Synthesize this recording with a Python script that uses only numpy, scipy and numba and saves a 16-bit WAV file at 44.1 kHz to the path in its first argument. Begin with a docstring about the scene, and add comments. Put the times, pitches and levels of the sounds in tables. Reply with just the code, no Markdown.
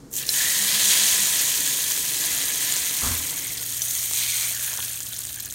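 """Kitchen, close up: hot spiced oil is tipped from a pan onto wet chutney in one small bowl, then another.
Water flashes to steam in thousands of tiny bursts that thin to a crackle as the oil cools.
Larger drops spit; the hollow of the bowl and the air gap under the pan ring with the bubbles.
The pan drones as spices slide off and something bumps the table.
Low room noise lies behind it all, with an appliance hum during the second pour."""
import sys
import numpy as np
from scipy import signal
from scipy.fft import rfft, irfft
from scipy.io import wavfile
from scipy.ndimage import uniform_filter1d
from numba import njit

SR = 44100
rng = np.random.default_rng(int(sys.argv[2]) if len(sys.argv) > 2 else 0)


def waveform_to_disk(signal):
    """Save audio, clipped to [-1, 1], as 16-bit WAV at the path in sys.argv[1]."""
    frames = np.transpose(np.atleast_2d(signal))
    scaled = np.clip(frames, -1, 1) * 32767
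    samples = np.round(scaled).astype(np.int16)
    wavfile.write(sys.argv[1], SR, samples)


N = 244490
T = np.arange(N) / SR
STEADY_BOIL_DB = -25  # reference for burst rate and treble
# how low the pan hangs over the bowl: (time [s], cover [0-1])
PAN_COVER = [(0.1, 0), (0.45, 0.06), (0.9, 0.25), (1.6, 0.08), (3.0, 0.45), (3.43, 0.57), (3.8, 0.5),
             (4.1, 0.87), (4.18, 0.93), (4.5, 1), (4.56, 0.34), (5.5, 0.33)]


def undb(db):
    """Decibels to gain."""
    return 10 ** (np.asarray(db) / 20)


def unit(x):
    """Scale to rms 1."""
    return x / np.sqrt(np.mean(x ** 2))


def convolve(x, response):
    """Apply an impulse response."""
    return signal.fftconvolve(x, response)[:N]


def colour(x, points, size=8192):
    """Minimum-phase filter through (frequency [Hz], gain [dB]) points."""
    hz, db = np.transpose(points)
    log_gain = np.log(undb(np.interp(np.log(np.fft.rfftfreq(size, 1 / SR) + 1), np.log(hz), db)))
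    cepstrum = irfft(log_gain)[:size // 2]
    cepstrum[1:] *= 2
    return convolve(x, irfft(np.exp(rfft(cepstrum, size))))


def resonate(x, modes):
    """Parallel resonances: (centre [Hz], width [Hz], gain [dB])."""
    return sum(undb(db) * signal.lfilter(*signal.iirpeak(hz, hz / width_hz, fs=SR), x)
               for hz, width_hz, db in modes)


@njit
def sweep(x, hz, width_hz):
    """Moving resonance, gain 1 at its centre."""
    y, band, low = np.empty(len(x)), 0., 0.
    for i in range(len(x)):
        g, damping = np.tan(np.pi * hz[i] / SR), width_hz[i] / hz[i]
        v = (band + g * (x[i] - low)) / (1 + g * (g + damping))
        band, low, y[i] = 2 * v - band, low + 2 * g * v, damping * v
    return y


def walk(rate_hz):
    """Smooth random drift, spread near 1."""
    knots = rng.standard_normal(4096)
    return 1.2 * np.interp(T * rate_hz, np.arange(len(knots)), knots)


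def flare(start_s, db, rise_s, decay_db_per_s):
    """Power envelope: swell, then exponential decay."""
    age_s = T - start_s
    return (np.clip(age_s / rise_s, 0, 1) * undb(db - decay_db_per_s * np.maximum(age_s - rise_s, 0))) ** 2


def background(second):
    """Low room noise; an appliance hums during the second pour."""
    # room noise spectrum in each pour: (frequency [Hz], gain [dB])
    first_spectrum = [(20, -10), (55, -1.5), (100, -5.5), (142, 5), (175, -1.5), (240, -5.5), (290, 3),
                      (370, -9), (440, -2), (650, -16.5), (1200, -18), (2500, -30), (7000, -23),
                      (15000, -38)]
    second_spectrum = [(20, -15), (70, 2), (115, -2.5), (170, -6), (250, -7.5), (340, -10.5), (450, -17),
                       (650, -16.5), (1200, -40)]
    first_air = undb(-46) * unit(colour(rng.standard_normal(N), first_spectrum))
    second_air = undb(-52) * unit(colour(rng.standard_normal(N), second_spectrum))
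    hum_hz, hum_db = 117.7, -50.5
    hum = undb(hum_db + .33 * walk(8)) * unit(np.sin(2 * np.pi * hum_hz * T))
    return np.sqrt(1 - second) * first_air + np.sqrt(second) * (second_air + hum)


def drain_db(start_s):
    """Once the pour that fed a splash ends, its boil drops, then soaks away."""
    pour_ends_s = (3.096, 4.411)
    drop_db, drop_s, soak_db_per_s = 2.5, .1, 1.5
    end_s = min([s for s in pour_ends_s if s > start_s], default=np.inf)
    unfed_s = np.maximum(T - end_s, 0)
    return -drop_db * np.minimum(unfed_s / drop_s, 1) - soak_db_per_s * unfed_s


def boil():
    """Each splash of oil boils up and cools; returns fizz, mid and large bubble levels in dB."""
    # oil splashes: (time [s], fizz [dB], rise [s], cooling [dB/s], mid [dB re fizz], large [dB re fizz])
    splashes = [(0.098, -26, 0.079, 151, -10, -17.6), (0.223, -21.5, .13, 3, -7.5, -13.5),
                (0.572, -30, 0.14, 21, 2.5, -2.4), (0.759, -17.2, 0.12, 65, -10, -23),
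                (0.858, -23.5, .025, 54, -2, -6), (0.895, -21, 0.2, 11.5, -9, -12.5),
                (2.05, -28.5, .19, 10, -6.2, -7.5), (2.487, -28, .13, 10.5, -7, -11),
                (2.923, -26.5, 0.12, 16, -13.5, -12), (3.47, -26.9, 0.49, 9.5, -10.5, -16.5),
                (4.108, -25, .04, 15, -6, -15), (4.287, -27.5, 0.13, 27, -13, -10),
                (4.573, -30.4, 0.068, 50, -15, -8), (4.741, -31.9, 0.09, 52, -10, -14.7),
                (5.02, -37.5, .05, 4.5, -9.5, -13)]
    lag_s = .042  # bigger bubbles build up more slowly
    power = np.zeros((3, N))
    for start_s, db, rise_s, cooling, mid_db, large_db in splashes:
        level_db = db + drain_db(start_s)
        power[0] += flare(start_s, level_db, rise_s, cooling)
        power[1:] += undb([[mid_db], [large_db]]) ** 2 * flare(start_s, level_db, rise_s + lag_s, cooling)
    return 10 * np.log10(power + 1e-12)


@njit
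def pops(start_s, hz, cycles, size):
    """Each pop is a sine that falls to 1/e in its number of cycles."""
    out = np.zeros(N)
    for k in range(len(start_s)):
        first, z = int(start_s[k] * SR), size[k] + 0j
        pole = np.exp((2j * np.pi - 1 / cycles[k]) * hz[k] / SR)
        for i in range(first, min(N, first + int(6 * cycles[k] * SR / hz[k]))):
            z *= pole
            out[i] += z.imag
    return out


def steam(x, db, decay_s):
    """Hiss that follows the power of the pops and dies away after them."""
    pole = np.exp(-1 / (decay_s * SR))
    power = signal.lfilter([1 - pole], [1, -pole], x ** 2)
    return undb(db) * np.sqrt(power) * rng.standard_normal(N)


def bursts(fizz_db, low_hz, high_hz, share, cycles, spread_db, steam_db, count=70000):
    """Random bubbles with steam, many small, few large; denser in a fierce boil, at level mean power."""
    when, chance, pitch, ring, size_rank = rng.random((count, 5)).T
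    start_s = when * T[-1]
    rate_per_s = share * 5200 * undb(np.interp(start_s, T, fizz_db) - STEADY_BOIL_DB) ** 1.55
    alive = chance < np.minimum(rate_per_s * T[-1] / count, share)
    hz = low_hz + (high_hz - low_hz) * pitch
    ring_cycles = cycles * 2 ** (4 * ring - 2)
    size = undb(-spread_db * np.log(size_rank + .028)) * np.sqrt(hz / ring_cycles)
    x = pops(start_s[alive], hz[alive], ring_cycles[alive], size[alive])
    x = x + steam(x, steam_db, decay_s=.006)
    power = uniform_filter1d(x ** 2, size=3500)
    return x / np.sqrt(np.abs(power) + np.mean(power) / 1000)


def sizzle(second, fizz_db, mid_db, large_db):
    """Bubbles crackle and boil in spurts; the largest ring the hollow of the bowl."""
    # spectra of fine, mid and large bubbles: (frequency [Hz], gain [dB])
    fizz_spectrum = [(3500, -32), (4900, -22), (5600, -7), (6500, 0), (7100, -1), (7650, -3), (8600, -2),
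                     (9700, -3), (10400, -7.5), (11200, -5), (12800, -3.5), (15800, -5.5)]
    mid_spectrum = [(1500, -38.5), (2300, -6.5), (2800, -6), (3200, 0.5), (3650, -0.5), (4150, 1.5),
                    (4600, 0), (5100, -2.5), (6500, -25)]
    large_spectrum = [(40, -40), (150, -31), (350, -15.5), (800, -11.5), (1350, -8.5), (1700, -9),
                      (2600, -1), (3100, -6), (5000, -36.5)]
    # hollow of each bowl: (centre [Hz], width [Hz], gain [dB])
    first_modes = [(694, 55, -11), (1020, 35, -4), (1725, 140, 2), (1949, 37, 4)]
    second_modes = [(685, 51, -14), (1474, 14, -5), (1684, 54, -5)]
    crackle = bursts(fizz_db, 2250, 16200, share=.9, cycles=1., spread_db=5., steam_db=-2.5)
    ringing = undb(-5.5) * bursts(fizz_db, 2500, 12056, share=.5, cycles=13.5, spread_db=4.5, steam_db=-3)
    fizz = unit(colour(crackle + ringing, fizz_spectrum))
    # a fierce boil is duller, the second bowl brighter
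    treble_db = np.minimum(.52 * (STEADY_BOIL_DB - fizz_db), 1.8) + .6 * second
    treble = signal.sosfiltfilt(signal.butter(4, 10000, "highpass", fs=SR, output="sos"), fizz)
    fizz = fizz + (undb(treble_db) - 1) * treble
    mid = unit(colour(1.14 * crackle + ringing, mid_spectrum))
    large = bursts(fizz_db, 290, 3290, share=.45, cycles=1.57, spread_db=2., steam_db=3.5)
    gurgle = colour(large, large_spectrum)
    first_bowl = undb(-1.5) * unit(gurgle + resonate(large, first_modes))
    second_bowl = undb(-3) * unit(gurgle + resonate(large, second_modes))
    hollow = (1 - second) * first_bowl + second * second_bowl
    spurts_db = .5 * walk(45)
    return undb(spurts_db) * (undb(fizz_db) * fizz + undb(mid_db) * mid + undb(large_db) * hollow)


def air_gap(second, fizz_db, large_db):
    """Bubbles and froth ring the air between pan and bowl, higher and louder as the pan comes down."""
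    # collapsing froth clumps: (time [s], level [dB], rise [s], decay [dB/s])
    clumps = [(0.17, -46, .05, 30), (0.32, -30, 0.12, 38), (3.414, -38.5, 0.011, 133),
              (4.135, -38, .03, 31), (4.53, -48, 0.026, 20), (5.34, -48.5, 0.05, 99.5)]
    cover = np.interp(T, *np.transpose(PAN_COVER))
    power = undb(large_db - 14.5 + 14 * cover) ** 2 + sum(flare(*clump) for clump in clumps)
    froth = bursts(fizz_db, 1000, 3100, share=.44, cycles=1., spread_db=2.5, steam_db=-7)
    open_hz = np.interp(second, [0, 1], [1756, 1395])
    hz = (open_hz + 905 * cover) * (1 + .025 * walk(60))
    width_hz = 290 + 400 * cover
    ring = sweep(sweep(froth, hz, width_hz), hz, width_hz) / np.sqrt(width_hz)
    return unit(ring) * np.sqrt(power) * undb(1.1 * walk(35))


def under_pan(x):
    """A low pan throws back a short echo and shuts in a ringing space."""
    # upper resonances under the pan: (centre [Hz], width [Hz], gain [dB])
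    modes = [(3200, 280, -12.5), (5960, 370, -19), (8400, 880, -9.5)]
    cover = np.interp(T, *np.transpose(PAN_COVER))
    delay_s = .000395
    echo = -.2 * np.interp(T - delay_s, T, x)
    return (x + cover * (echo + resonate(x, modes))) * undb(-.9 * cover)


def kitchen_reverb(x, tail_db, t60_s):
    """Add the faint tail of the room."""
    t = T[:SR // 2]
    tail = rng.standard_normal(len(t)) * undb(-60 * t / t60_s) * (t > .006)
    return x + convolve(x, undb(tail_db) * tail / np.linalg.norm(tail))


def spits():
    """Larger water drops burst singly, each with a puff of steam."""
    # bursting drops: (time [s], level [dB], pitch [Hz], decay [cycles])
    drops = [(0.139, -14, 12700, 7.4), (0.235, -25, 2760, 6), (0.291, -12.5, 5350, 18),
             (0.2907, -13, 4090, 17), (0.3405, -19, 2960, 4.2), (1.9194, -9, 6230, 6),
             (1.9766, -0.5, 10500, 1.1), (2.24, -15, 4050, 3.8), (2.269, -10, 6490, 4),
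             (2.3494, -12, 9140, 3.3), (2.378, -10.5, 7600, 1.8), (2.7238, -8.5, 7060, 8.6),
             (2.7657, -5.5, 7500, 3), (3.308, -12, 8700, 5.1), (3.478, -21, 6700, 8),
             (3.576, -21.5, 4860, 6.2), (3.594, -25, 4300, 7.2), (3.8190, -11, 6080, 17),
             (4.113, -20, 1084, 0.4), (4.135, -6, 7200, 3.1), (4.733, -27, 950, 0.64),
             (4.7745, -13, 6260, 3.8), (4.8035, -18, 3320, 3), (5.0045, -12.5, 6900, 4.2),
             (5.1901, -10, 10400, 4.6), (5.207, -19, 7000, 4.9), (5.2518, -14, 8950, 7.9),
             (5.2700, -15, 7600, 2.5), (5.36, -17, 8800, 4), (5.4037, -13, 13200, 7),
             (5.4565, -19, 6530, 4), (5.5247, -14.5, 7840, 3.8)]
    # steam spectrum: (frequency [Hz], gain [dB])
    puff_spectrum = [(800, -44), (1800, -34), (3500, -5.5), (7000, .5), (15000, -10)]
    start_s, db, hz, cycles = np.array(drops, float).T.copy()
    snaps = pops(start_s, hz, cycles, undb(db))
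    return snaps + colour(steam(snaps, db=-1, decay_s=.0012), puff_spectrum)


def pan_drone():
    """The pan's lowest mode swells and fades as each lot of spices slides over it."""
    # spice slides: (time [s], length [s], level [dB], mid-slide pitch [Hz], glide [Hz/s])
    slides = [(0.575, .12, -39, 202, -60), (0.7, .125, -41.5, 210, 229), (0.825, .1, -42, 198, -50),
              (0.985, .085, -40, 197.6, -58), (1.14, 0.16, -43, 199, 150)]
    out = np.zeros(N)
    for start_s, length_s, db, hz, glide_hz_per_s in slides:
        age_s = np.clip(T - start_s, 0, length_s)
        pitch_hz = hz + glide_hz_per_s * (age_s - length_s / 2)
        swell = undb(db) * np.sin(np.pi * age_s / length_s)
        out += swell * np.sin(2 * np.pi * np.cumsum(pitch_hz) / SR)
    return out


def table_bumps():
    """Soft bumps ring the wooden top, each with a dull scuff."""
    # bumps: (time [s], thud [dB], scuff [dB], scuff decay [s])
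    bumps = [(3.017, -46, -32.5, .03), (3.033, -33.5, -31, 0.06), (3.0652, -27, -47.5, .03),
             (3.111, -28.5, -41, 0.033), (3.197, -38, -52, 0.016), (3.3, -58, -45, 0.099),
             (4.789, -44, -25, 0.0024)]
    # table top modes: (frequency [Hz], level [dB], t60 [s])
    modes = [(84.4, 2, 0.28), (121, -5, 0.1), (169, -17, 0.12), (248, -1.5, 0.13)]
    # scuff spectrum: (frequency [Hz], gain [dB])
    scuff_spectrum = [(30, -5), (100, 11.5), (280, -4.5), (450, -2.5), (800, -2.5), (1200, 4.5), (1700, -5),
                      (2800, -24), (6000, -51)]
    thuds, scuff_gain = np.zeros(N), np.zeros(N)
    for start_s, thud_db, scuff_db, decay_s in bumps:
        age_s = np.maximum(T - start_s, 0)
        ring = sum(undb(db - 60 * age_s / t60_s) * np.sin(2 * np.pi * hz * age_s)
                   for hz, db, t60_s in modes)
        thuds += undb(thud_db) * ring
        scuff_gain += undb(scuff_db) * np.exp(-age_s / decay_s) * (1 - np.exp(-age_s / (.13 * decay_s)))
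    return thuds + scuff_gain * unit(colour(rng.standard_normal(N), scuff_spectrum))


def scene():
    """Two pours, mono; the first bowl gives way to the second a little past the middle."""
    second = np.clip((T - 3.2) / .63, 0, 1)  # 0 = first bowl, 1 = second
    fizz_db, mid_db, large_db = boil()
    bubbling = under_pan(sizzle(second, fizz_db, mid_db, large_db)) + air_gap(second, fizz_db, large_db)
    frying = kitchen_reverb(bubbling + spits(), tail_db=-13, t60_s=.3)
    return (frying + table_bumps() + pan_drone() + background(second))[None]


def record(dry):
    """Cut the deepest bass and the top."""
    low_hz, top_hz = 18, 15800
    dry = signal.sosfilt(signal.butter(2, low_hz, "highpass", fs=SR, output="sos"), dry)
    return signal.sosfilt(signal.ellip(12, .1, 80, top_hz, fs=SR, output="sos"), dry)


dry = scene()
out = record(dry)
waveform_to_disk(out)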